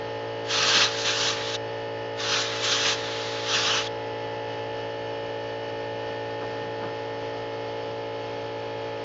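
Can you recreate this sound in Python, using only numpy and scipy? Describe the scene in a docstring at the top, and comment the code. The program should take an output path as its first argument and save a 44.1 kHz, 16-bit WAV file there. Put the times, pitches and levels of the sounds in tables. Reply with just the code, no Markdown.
"""In a workshop with a concrete floor, a blow gun is opened twice and swept across a metal tip.
Its turbulent jet hisses softly in free air and flares up each time it meets the metal, where
the edge adds a breathy tone and sheds large, low-pitched eddies. A small machine drones nearby
on the harmonics of its shaft rotation, over a rush of air. Later someone shuffles a few steps,
each a thud of impact with a scrape of friction."""
import sys
import numpy as np
from scipy import signal
from scipy.fft import rfft, irfft
from scipy.io import wavfile
from scipy.ndimage import uniform_filter1d, map_coordinates

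SR = 44100
rng = np.random.default_rng(int(sys.argv[2]) if len(sys.argv) > 2 else 0)


def digitize_waveform(pressure):
    """Quantize a signal to 16-bit integers and store it at the path in sys.argv[1].

    Rows of a 2-D input are taken as channels; values are limited to [-1, 1].
    """
    field = np.atleast_2d(pressure).T
    bounded = np.clip(field, -1, 1)
    quanta = np.round(bounded * 32767).astype(np.int16)
    wavfile.write(sys.argv[1], SR, quanta)


N = 398663
TIME = np.arange(N) / SR

# Trigger squeezes: leak t/s, opening t/s, shutting t/s, initial free-jet level/dB
SQUEEZES = [(0.434, 0.497, 1.571, -35.5), (2.157, 2.193, 3.88, -36.5)]
# Spectrum of the large eddies shed by the metal: f/Hz, relative level/dB
BUFFET_SPECTRUM = [(50, -30.5), (170, -1), (300, -1), (600, -2), (900, 3.5), (1200, -17.5), (2500, -61)]
def blow_gun(leak=0.57, open_s=.008, shut_s=0.012, flutter_db=.5, buffet_growth=1.22, pivot_db=-24):
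    """Valve-gated flow: a leak, then the full jet, whose hiss and buffeting flutter together."""
    valve = sum(np.interp(TIME, [leaks, opens, opens + open_s, shuts - shut_s, shuts],
                          [0, leak, 1, 1, 0]) for leaks, opens, shuts, _ in SQUEEZES)
    strength_db = jet_sweep(TIME)[0]
    buffet_db = pivot_db + buffet_growth * (strength_db - pivot_db) - 15  # grows faster than the hiss
    buffet = noise(lambda hz: level_at(BUFFET_SPECTRUM, hz)) * amp(buffet_db)
    return valve * (jet_hiss() + buffet) * amp(flutter_db * drift(45))


# Spectrum of the jet in free air: f/Hz, relative level/dB
FREE_SPECTRUM = [(560, -32.5), (950, -11), (1030, -3), (1300, -2.5), (1420, -3), (1750, -0.5), (2420, -4),
                 (2890, 0), (3740, 2.5), (6420, -13), (7360, -24.5), (9570, -44.5), (16200, -120)]
# Spectrum of the jet on the metal: f/Hz, relative level/dB
EDGE_SPECTRUM = [(560, -49.5), (950, -12), (1010, -12.5), (1160, -0.5), (1410, -6), (1690, -1.5),
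                 (1970, -8.5), (2110, -10.5), (2750, -1.5), (3460, -1), (4180, -1.5), (4560, -5),
                 (5940, -4.5), (6810, -12), (7360, -19.5), (9570, -44), (16200, -120)]
def jet_hiss(free_db=-37, edge_db=-29, eddy_db=2.06, echo=0.28, echo_s=.0028, tone_width_hz=560):
    """Turbulent noise: the spectrum passes from free jet to edge noise as the strength rises."""
    hz, t, white = signal.stft(rng.standard_normal(N), SR, nperseg=512, noverlap=384)
    strength_db, body_db, sizzle_db, tone_hz, tone_db = (c[:, None] for c in jet_sweep(t))
    contact = np.clip((strength_db - free_db) / (edge_db - free_db), 0, 1)
    colour = amp((1 - contact) * level_at(FREE_SPECTRUM, hz) + contact * level_at(EDGE_SPECTRUM, hz))
    colour *= amp(tone_db * resonance(hz, tone_hz, tone_width_hz))
    eddies = uniform_filter1d(rng.standard_normal(colour.shape), size=16, axis=0)  # smooth in time
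    eddies = unit(uniform_filter1d(eddies, size=4, axis=1))  # and in frequency
    colour *= amp(eddy_db * eddies * (1 + contact) / 2)
    # The floor reflection interferes with the direct sound: a swaying comb filter.
    delay_s = echo_s * (1 + .12 * np.interp(t, TIME, drift(1.5)))[:, None]
    colour *= abs(1 + echo * np.exp(-2j * np.pi * hz * delay_s))
    # The aim of the nozzle sets the balance of three bands.
    bands_hz = [(1000, 2200), (2500, 4800), (5400, 7400)]  # body, core, sizzle
    balance_db = 0
    for (low, high), target_db, share in zip(bands_hz, (body_db, 0, sizzle_db), np.eye(3)):
        power = (colour[:, (hz > low) & (hz < high)] ** 2).sum(1, keepdims=True) / len(hz)
        crossfade = np.interp(hz, np.mean(bands_hz, axis=1), share)
        balance_db = balance_db + (target_db - 10 * np.log10(power)) * crossfade
    gain = colour * amp(strength_db + balance_db)
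    return signal.istft(white * gain.T, SR, nperseg=512, noverlap=384)[1][:N]


# Passes over the metal: meeting t/s, leaving t/s, meeting level/dB, leaving level/dB,
# body level/dB and sizzle level/dB (both re core), edge tone f/Hz, tone gain/dB
METAL_PASSES = [(0.515, 0.715, -28.5, -23, -5.5, -7, 4160, 0),
                (0.757, 0.829, -21, -21.5, -5, -8.5, 3400, -2), (1.0, 1.04, -34.5, -36, -6, 2, 3500, -1),
                (1.076, 1.128, -29.5, -29.5, -3, -5, 3500, 1),
                (1.18, 1.295, -28.5, -28, -6.5, -4.5, 3880, -2), (1.47, 1.557, -36, -37, -12, -8, 3390, 3),
                (2.205, 2.298, -38.5, -29.5, -5.5, -8, 3680, -2),
                (2.334, 2.407, -27, -29, -3.5, -5.5, 3500, 1), (2.46, 2.58, -42, -40, 3, -7, 3500, 0),
                (2.646, 2.75, -29.5, -27, -4.5, -5, 3230, 6), (2.794, 2.897, -29, -25, -4, -6, 3360, 1),
                (3.505, 3.613, -28.5, -27.5, -4, -7.5, 3680, -2),
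                (3.658, 3.78, -28, -28.5, -2, -6.5, 3040, 5.5)]
def jet_sweep(t, meet_s=.012, leave_s=0.017, sag_db_per_s=1.5):
    """Incoherent addition: free jet and passes sum in power, giving a level and a weighted timbre."""
    leaks, opens, _, level_db = np.transpose(SQUEEZES)
    squeeze = np.maximum(np.searchsorted(leaks, t) - 1, 0)
    sag_db = sag_db_per_s * np.maximum(t - opens[squeeze], 0)  # the hose loses pressure
    powers = [amp(level_db[squeeze] - sag_db) ** 2]
    timbres = [(-2.5, -8.5, 3500, 0)]  # free jet: body/dB, sizzle/dB, tone f/Hz, tone gain/dB
    for meets, leaves, first_db, last_db, *timbre in METAL_PASSES:
        on_metal = smooth_step((t - meets) / meet_s) * smooth_step((leaves - t) / leave_s)
        powers.append((on_metal * amp(np.interp(t, [meets, leaves], [first_db, last_db]))) ** 2)
        timbres.append(timbre)
    total = np.sum(powers, axis=0)
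    return 10 * np.log10(total), *(np.transpose(timbres) @ np.array(powers) / total)


# Brief flares of the jet: t/s, level/dB, Gaussian width/s, edge tone f/Hz, tone gain/dB
FLARES = [(0.8, -32, .012, 3300, 4), (1.077, -27, 0.015, 3700, 9), (1.285, -26, .008, 3900, 11),
          (1.549, -29, 0.0061, 3680, 8), (2.207, -33, .005, 3600, 6), (2.332, -37, .011, 3180, 4),
          (2.649, -26.5, 0.01, 3370, -3), (2.723, -23, 0.0072, 3280, 6), (2.887, -32, .014, 3420, 6),
          (3.552, -24, 0.0088, 3100, 6), (3.872, -30, 0.0053, 3450, 19)]
def spits(width_hz=550):
    """Edge tone: the jet clips an edge or the closing valve and gives a breathy burst."""
    out = np.zeros(N)
    for s, db, width_s, tone_hz, tone_db in FLARES:
        flare = noise(lambda hz: level_at(EDGE_SPECTRUM, hz) + tone_db * resonance(hz, tone_hz, width_hz))
        out += amp(db) * gaussian(s, width_s) * flare
    return out


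# Strong shaft harmonics: order, level/dB
STRONG_ORDERS = [(2, -45), (5, -47.5), (6, -51), (7, -46), (8, -38), (9, -44.5), (10, -39.0), (11, -48.5),
                 (12, -53), (13, -52), (14, -63), (15, -41.5), (16, -52), (17, -55.5), (18, -57), (22, -56),
                 (23, -61.5), (24, -58), (26, -58.5), (29, -57.0), (31, -53.5), (32, -51.5), (35, -57.5),
                 (38, -59), (45, -61), (46, -59.5), (52, -54.5), (57, -59)]
# Spectral envelope of the remaining harmonics: f/Hz, level/dB
WEAK_ENVELOPE = [(56, -70.5), (170, -61.5), (226, -64.5), (1100, -65.5), (2000, -67.5), (3200, -64),
                 (3700, -74.5), (4600, -73), (5300, -80), (6500, -93)]
# Swell and fade of the whining harmonic: t/s, gain/dB
WHINE_SWELL = [(0, 3.5), (3, 2.5), (4, -2), (5, 0.5), (6.3, 5.5), (7.3, 2), (8.2, -5.5), (9.04, -6)]
def machine_hum(turns, shaft_hz, whine_order=32, scatter_db=2, smear_turns=.17, rattle=.18):
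    """Harmonic series: one pulse a turn, smeared by the housing; high orders rattle and fade."""
    strong = {round(k): db for k, db in STRONG_ORDERS}
    out = np.zeros(N)
    for k in range(1, 95):
        hz = k * shaft_hz
        diffuse = np.interp(hz, [600, 1500], [0, 1])  # short waves arrive by many paths
        db = strong.get(k, level_at(WEAK_ENVELOPE, hz) + diffuse * scatter_db * rng.standard_normal())
        if k == whine_order:
            fading_db = np.interp(TIME, *np.transpose(WHINE_SWELL))
        else:
            fading_db = (0.4 + 2.2 * diffuse) * drift(0.463)
        lag = smear_turns * k ** 2 / 2 + diffuse * rng.standard_normal()  # higher orders come later
        shake = 1 + rattle * diffuse * drift(12)
        out += amp(db + fading_db) * shake * np.cos(2 * np.pi * (k * turns - lag))
    return np.sqrt(2) * out


# Spectrum of the machine's air noise: f/Hz, relative level/dB
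RUSH_SPECTRUM = [(20, -9.5), (60, -7.5), (110, -2), (250, -4), (480, 3), (900, -2), (1200, -7.5),
                 (2000, -10.5), (3000, -9), (3800, -14), (5200, -18.5), (5700, -19.5), (6700, -25.5),
                 (7400, -43)]
# Housing resonances: f/Hz, bandwidth/Hz, gain/dB
HOUSING_MODES = [(2900, 250, 2.5), (4480, 81, 9), (4660, 78, 8.5), (5130, 55, 10.5), (5290, 110, 8.5)]
def machine(shaft_hz=56.6, jitter_turns=.0014, throb_depth=0.088, flicker_db=0.9, rush_db=-43.0):
    """Rotational noise: hum, plus rushing air that excites the housing and throbs twice a turn."""
    turns = shaft_hz * TIME + jitter_turns * drift(22)
    hum = machine_hum(turns, shaft_hz)
    rush = noise(lambda hz: level_at(RUSH_SPECTRUM, hz)
                 + sum(db * resonance(hz, centre, width) for centre, width, db in HOUSING_MODES))
    throb = 1 + throb_depth * np.cos(2 * np.pi * 2 * turns)
    return hum + amp(rush_db + flicker_db * drift(7.1)) * rush * throb


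# Shoes on concrete: t/s, thud level/dB, scrape level/dB, Gaussian width/s
FOOTFALLS = [(5.95, -51, -64, .03), (6.435, -59, -35, 0.015), (6.486, -47, -60, 0.027),
             (6.602, -50, -48, 0.036), (6.69, -51, -60, 0.04), (6.835, -53, -38.5, 0.016),
             (6.87, -44.5, -44, 0.032), (7.91, -45.5, -50, 0.018), (7.98, -57, -63, .03)]
# Spectrum of the impact: f/Hz, relative level/dB
THUD_SPECTRUM = [(50, -19), (110, -1), (180, 3), (280, -6), (500, -23), (1200, -49)]
# Spectrum of the sliding sole: f/Hz, relative level/dB
SCRAPE_SPECTRUM = [(120, -16), (280, 0.5), (700, 4), (1500, -2), (2100, -10), (4000, -38), (7000, -56)]
def footsteps():
    """Impact and friction: each step is a soft thud with some scrape of the sole."""
    thud = noise(lambda hz: level_at(THUD_SPECTRUM, hz))
    scrape = noise(lambda hz: level_at(SCRAPE_SPECTRUM, hz))
    return sum(gaussian(s, width_s) * (amp(thud_db) * thud + amp(scrape_db) * scrape)
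               for s, thud_db, scrape_db, width_s in FOOTFALLS)


def amp(db):
    """Amplitude ratio of a level in decibels."""
    return 10 ** (np.asarray(db) / 20)


def unit(x):
    """Normalisation to rms 1."""
    return x / np.sqrt(np.mean(x ** 2) + 1e-20)


def level_at(spectrum, hz):
    """Interpolation of a spectrum on a log-frequency axis."""
    f, db = np.transpose(spectrum)
    return np.interp(np.log(hz + 1), np.log(f + 1), db)


def noise(spectrum_db):
    """Spectral shaping: white noise filtered by a function of frequency, at rms 1."""
    gain = amp(spectrum_db(np.fft.rfftfreq(N, 1 / SR)))
    return unit(irfft(rfft(rng.standard_normal(N)) * gain, N))


def drift(rate_hz):
    """Random modulation: a smooth wander of rms about 1."""
    knots = rng.standard_normal(4096)
    coarse = TIME[::64]
    return np.interp(TIME, coarse, map_coordinates(knots, [coarse * rate_hz * 2], order=3, mode="wrap"))


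def gaussian(centre_s, width_s):
    """Gaussian envelope of height 1."""
    return np.exp(-np.minimum(((TIME - centre_s) / width_s) ** 2 / 2, 50))


def resonance(hz, centre, width):
    """Lorentzian resonance curve of height 1."""
    return 1 / (1 + (2 * (hz - centre) / width) ** 2)


def smooth_step(x):
    """Logistic rise from 0 to 1, nearly complete at x = 0."""
    return (1 + np.tanh(x / 2 + 1)) / 2


def scene():
    """Superposition: all sources add at one point."""
    return (blow_gun() + spits() + machine() + footsteps())[None]


def record(dry, cutoff_hz=7520):
    """Band limiting: a steep low-pass filter removes the top treble."""
    low_pass = signal.firwin(301, cutoff_hz, window=("kaiser", 8), fs=SR)
    return signal.oaconvolve(dry, low_pass[None], "same")


dry = scene()
out = record(dry)
digitize_waveform(out)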